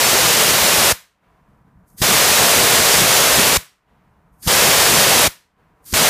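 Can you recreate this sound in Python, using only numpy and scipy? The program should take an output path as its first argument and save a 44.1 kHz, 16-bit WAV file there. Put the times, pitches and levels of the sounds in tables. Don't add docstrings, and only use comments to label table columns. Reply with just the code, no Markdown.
import sys
import numpy as np
from scipy import signal
from scipy.fft import rfft, irfft, next_fast_len
from scipy.io import wavfile
from scipy.ndimage import uniform_filter1d

SR = 44100
rng = np.random.default_rng(int(sys.argv[2]) if len(sys.argv) > 2 else 0)


def waveform_to_disk(signal):
    frames = np.transpose(np.atleast_2d(signal))
    scaled = np.clip(frames, -1, 1) * 32767
    samples = np.round(scaled).astype(np.int16)
    wavfile.write(sys.argv[1], SR, samples)


def gain_from_db(level_db):
    decades = np.asarray(level_db, float) / 20
    return 10 ** decades


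N = 268569
TIME = np.arange(N) / SR

# opens_s, shuts_s, wall_echo_db, closing_s, jet_level_db
BLASTS = [
    (-.1, 0.923, 0, .007, -13.0),
    (2.0141, 3.572, 0.1, 0.0019, -12.5),
    (4.4708, 5.274, -1.5, 0.011, -12),
    (5.9342, 6.16, 0, .005, -12.5),
]
# frequency_hz, density_db
JET_COLOUR = [(180, -37), (300, -15.5), (409, -1.5), (594, 0.5), (645, -0.5), (1360, -3.5), (1980, -3.5),
              (6510, -5.5), (12300, -10), (14700, -13.5)]
# frequency_hz, density_db
BUFFET_COLOUR = [(18, -41.5), (30, -26.5), (53, -4), (92, -2.5), (187, 0), (251, -1.5), (400, -3.5),
                 (520, -31.5), (880, -120)]
# frequency_hz, density_db
WALL_COLOUR = [(59, -33.5), (100, -2.5), (172, 0.5), (241, -12), (430, -9.5), (535, -4), (780, -11),
               (960, -5), (1300, -5.5), (1860, -3), (2700, -6), (3500, -6), (8700, -8.5), (15000, -7.5)]
# frequency_hz, t60_s
WALL_T60 = [(300, 0.22), (1000, .3), (3000, 0.31), (8000, 0.28), (15000, 0.21)]
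# frequency_hz, density_db
HUM_COLOUR = [(180, -31), (300, -2), (342, -9.5), (450, -4), (512, -8.5), (732, -5), (875, -8), (965, -1.5),
              (1100, -6.5), (1700, -13.5), (2400, -23), (3300, -32), (5000, -34), (14500, -35)]
# frequency_hz, density_db
RUMBLE_COLOUR = [(15, -35), (25, -3), (48, 3), (108, -4.5), (184, -0.5), (320, -18.5), (420, -48.5),
                 (700, -120)]
# frequency_hz, density_db
LATE_COLOUR = [(700, -20), (1100, -3), (1900, -2), (2800, -6.5), (4500, -17), (9000, -29.5)]
# centre_s, lift_db
SWELLS = [
    (1.52, 6),
    (1.665, 3.0),
    (1.78, 5.0),
    (4.085, 4.0),
]
# surge_db, opening_kick_db, shutting_rebound_db, kick_lag_s
THUMPS = [
    (-90, -90, -19, .002),
    (-13, -11.5, -14.5, .0030),
    (-16, -7, -19, .0030),
    (-15.5, -16, -90, 0.0011),
]
# start_s, level_db
FLUTTERS = [
    (2.0035, -27),
    (4.46, -25),
    (4.465, -17),
    (5.928, -18),
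]
# start_s, peak_db, centre_hz
TICKS = [
    (1.903, -53, 7000),
    (4.4675, -21, 700),
    (5.844, -50, 6000),
]
# time_s, level_db
LEAK = [
    [(1.85, -87), (1.882, -59), (1.962, -62), (1.982, -36.5), (2.012, -29.5)],
    [(4.32, -82), (4.334, -69), (4.374, -72), (4.42, -47.5), (4.428, -35.5), (4.468, -28)],
    [(5.81, -84), (5.85, -52.5), (5.858, -42), (5.87, -39), (5.922, -33.5), (5.93, -23), (5.934, -39)],
]
# frequency_hz, density_db
LEAK_COLOUR = [(2800, -38), (6500, -7.5), (7580, -10.5), (8300, -4.5), (10500, -4.5), (12400, -2),
               (15000, -10.5)]
# frequency_hz, density_db
LEAK_LOW = [(590, -46.5), (1000, -15.5), (1770, -8), (2190, -12.5), (2840, -12), (3170, -8), (4190, -6.5),
            (4720, -2), (7500, -6.5), (9750, -32), (16500, -120)]
# frequency_hz, density_db
SEAL_WHISTLE = [(3900, -40), (4500, -4.5), (4750, 0.5), (5000, -7), (5800, -38)]

OPEN_S = 0.0043
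SETTLE_DB, SETTLE_S = -1.9, 0.041
BUFFET_DB, GUST_DB, GUSTS_PER_S = -17.0, 1.04, 5.6
WALL_DB, NEAR_DB, NEAR_T60_S = -27, -22, 0.03
HUM_DB, RUMBLE_DB, RUMBLE_RISE_DB_PER_S = -62, -63.5, 8.5
SWELL_S = 0.033
LATE_DB, LATE_T60_S = -61, 2.5
DUCK_DB, HOLD_S, RECOVER_S = -8, .285, .04
SURGE_S = .006
KICK_HZ, KICK_T60_S = 110., 0.018
REBOUND_HZ, REBOUND_T60_S, REBOUND_LEAD_S = 80., 0.038, 0.0014
FLUTTER_HZ, FLUTTER_T60_S = 125., 0.025
CUTOFF_HZ = 15330
FRAME, GRID = 1024, 256
SWAP_EVERY = 5
SWAP_LOW_HZ, SWAP_HIGH_HZ, SWAP_WIDTH_HZ = 4800, 11800, 1250
SWAP_DB, SWAP_TILT_DB_PER_KHZ = -24, -.6


def rms_one(x):
    return x / np.sqrt(np.mean(x ** 2) + 1e-20)


def at_hz(points, hz):
    table = np.array(points)
    return np.interp(np.log(hz), np.log(table[:, 0]), table[:, 1])


def noise(colour):
    size = next_fast_len(N)
    hz = np.arange(size // 2 + 1) * SR / size + 1
    spectrum = rfft(rng.standard_normal(size)) * gain_from_db(at_hz(colour, hz))
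    return rms_one(irfft(spectrum, size)[:N])


def drift(rate):
    r = np.exp(-80 * np.pi * rate / SR)
    white = rng.standard_normal(N // 40 + 2002)
    slow = signal.lfilter([1], [1, -2 * r, r * r], white)[2000:]
    return np.interp(np.arange(N) / 40, np.arange(len(slow)), rms_one(slow))


def latest(column):
    rows = np.array(BLASTS)
    return rows[np.searchsorted(rows[:, 0], TIME) - 1, column]


def opening(fall=None, late=0):
    total = 0
    for opens, shuts, _, closing, _ in BLASTS:
        rising = (TIME - opens) / OPEN_S
        falling = 1 - (TIME - shuts - late) / (fall or closing)
        total = total + np.clip(np.minimum(rising, falling), 0, 1)
    return total


def jet():
    level_db = latest(column=4) + SETTLE_DB * np.exp(-(TIME - latest(column=0)) / SETTLE_S)
    roar = noise(JET_COLOUR) * gain_from_db(0.46 * drift(20) + 0.23 * drift(4.0))
    buffet = noise(BUFFET_COLOUR) * gain_from_db(BUFFET_DB + GUST_DB * drift(GUSTS_PER_S) + 2.4 * drift(16))
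    return opening() ** 2 * gain_from_db(level_db + 0.26) * (roar + buffet)


def echo_db():
    return latest(column=2)


def walls():
    out, power = 0, opening() ** 2
    edges = 100 * 2 ** np.arange(0, 7.6, .5)
    field = [noise(WALL_COLOUR), noise(WALL_COLOUR)]
    for k, (low, high) in enumerate(zip(edges, edges[1:])):
        energy = 0
        far_t60 = at_hz(WALL_T60, np.sqrt(low * high))
        for db, t60 in (WALL_DB, far_t60), (NEAR_DB, NEAR_T60_S):
            r = gain_from_db(-120 / (t60 * SR))
            energy = energy + gain_from_db(2 * db) * signal.lfilter([1 - r], [1, -r], power, zi=[r])[0]
        band_pass = signal.butter(2, [low, min(high, .45 * SR)], "band", fs=SR, output="sos")
        out = out + np.sqrt(energy) * signal.sosfilt(band_pass, field[k % 2])
    return out * gain_from_db(echo_db())


def garage():
    since = np.maximum(TIME - latest(column=1), 0)
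    swell_db = sum(db * np.exp(-((TIME - s) / SWELL_S) ** 2) for s, db in SWELLS)
    hum = noise(HUM_COLOUR) * gain_from_db(HUM_DB + .8 * drift(10))
    rumble_db = RUMBLE_DB + RUMBLE_RISE_DB_PER_S * since + swell_db
    rumble = noise(RUMBLE_COLOUR) * gain_from_db(rumble_db + 1.5 * drift(12))
    late = noise(LATE_COLOUR) * gain_from_db(LATE_DB + echo_db() - 60 * since / LATE_T60_S)
    return (hum + rumble + late) * gain_from_db(DUCK_DB * opening(RECOVER_S, late=HOLD_S))


def swing(s, db, hz, t60):
    age = np.maximum(TIME - s, 0)
    return gain_from_db(db + 4.0 - 60 * age / t60) * np.sin(2 * np.pi * hz * age)


def ticks():
    out, white = 0, rng.standard_normal(N)
    for s, db, hz in TICKS:
        band_pass = signal.butter(2, [hz / 1.6, hz * 1.4], "band", fs=SR, output="sos")
        clack = rms_one(signal.sosfilt(band_pass, white))
        out = out + clack * (TIME > s) * gain_from_db(db - 60 * np.abs(TIME - s) / .005)
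    return out


def thumps():
    out = sum(swing(s, db, FLUTTER_HZ, FLUTTER_T60_S) for s, db in FLUTTERS)
    for (opens, shuts, *_), (surge_db, kick_db, rebound_db, lag) in zip(BLASTS, THUMPS):
        kick_s = opens + lag
        out += gain_from_db(surge_db) * (TIME < kick_s) * np.exp(np.minimum(TIME - kick_s, 0) / SURGE_S)
        out += swing(shuts - REBOUND_LEAD_S, rebound_db, REBOUND_HZ, REBOUND_T60_S)
        out -= swing(kick_s, kick_db, KICK_HZ, KICK_T60_S)
    return signal.sosfilt(signal.butter(2, 450, fs=SR, output="sos"), out)


def leak():
    lifting = 0
    for rows, (opens, *_) in zip(LEAK, BLASTS[1:]):
        lifting = lifting + (TIME > rows[0][0]) * (TIME < opens + OPEN_S)
    time_s, table_db = np.transpose(np.vstack(LEAK))
    level_db = np.interp(TIME, time_s, table_db)
    hiss = gain_from_db(level_db - 2.0) * noise(LEAK_COLOUR)
    lower = gain_from_db(1.45 * (level_db + 34.0) - 42) * (noise(LEAK_LOW) + gain_from_db(-9.5) * noise(SEAL_WHISTLE))
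    draught = gain_from_db(1.9 * (level_db + 29.5) - 44) * noise(BUFFET_COLOUR)
    return lifting * (hiss + lower + draught)


def dropouts(x):
    hz, s, cells = signal.stft(x, SR, nperseg=FRAME)
    chance = uniform_filter1d(rng.standard_normal(cells.shape), size=10, axis=1)
    chance = uniform_filter1d(chance, size=4, axis=0)
    loud = np.interp(s, TIME, opening())
    threshold = np.interp(hz, [8000, 12500, 15000], [3.2, 2.0, 1.3])[:, None]
    starved = rms_one(chance) > threshold
    return signal.istft(cells * (1 - .9 * starved * loud), SR, nperseg=FRAME)[1][:N]


def swapped_bands(mid):
    side, loss = np.zeros((2, N + 4 * FRAME))
    padded = np.pad(mid, 2 * FRAME)
    starts = np.arange(GRID - FRAME, N - FRAME, FRAME)
    chance, draws = rng.random((len(starts), 3)), rng.standard_normal((len(starts), FRAME))
    frame = np.arange(len(starts))
    turn = (SWAP_EVERY * chance[frame - frame % SWAP_EVERY, 0]).astype(int)
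    aperture = opening()
    loud = aperture[np.maximum(starts - FRAME, 0)] * aperture[starts + FRAME] > .5
    picked = (frame % SWAP_EVERY == turn) & loud
    n = np.arange(2 * FRAME) + .5
    window = np.sin(np.pi * n / (2 * FRAME))
    for start, (_, place, breadth), draw in zip(starts[picked] + 2 * FRAME, chance[picked], draws[picked]):
        hz = SWAP_LOW_HZ + place * (SWAP_HIGH_HZ - SWAP_LOW_HZ)
        width = SWAP_WIDTH_HZ * (.8 + breadth ** 3)
        low, high = (round(edge * 2 * FRAME / SR) for edge in (hz - width / 2, hz + width / 2))
        lines = np.arange(low, high)
        waves = np.cos(np.pi / FRAME * np.outer(lines + .5, n + FRAME / 2)) * window
        db = SWAP_DB + SWAP_TILT_DB_PER_KHZ * (hz - SWAP_LOW_HZ) / 1000
        db += 10 * np.log10(width / SWAP_WIDTH_HZ)
        at = slice(start, start + 2 * FRAME)
        side[at] += gain_from_db(db - 1.5) * rms_one(draw[lines] @ waves) * np.sqrt(.5)
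        loss[at] += 0.21 * (waves @ padded[at]) @ waves * 2 / FRAME
    return side[2 * FRAME:-2 * FRAME], loss[2 * FRAME:-2 * FRAME]


def scene():
    mid = jet() + walls() + garage() + thumps() + ticks() + leak()
    return np.array([mid, mid])


def band_limit(x):
    return signal.sosfilt(signal.butter(12, 16530, fs=SR, output="sos"), x)


def record(dry):
    bent = dry + .07 * dry ** 2
    rounded = bent / (1 + np.abs(bent / .78) ** 4) ** .25
    rounded = signal.sosfilt(signal.butter(2, 35, "high", fs=SR, output="sos"), rounded)
    taps = signal.firwin(1201, CUTOFF_HZ, window=("kaiser", 9), fs=SR)
    cut = dropouts(signal.fftconvolve(rounded[0], taps, "same"))
    side, loss = swapped_bands(cut)
    return band_limit(cut - loss + side * [[1], [-1]])


dry = scene()
out = record(dry)
waveform_to_disk(out)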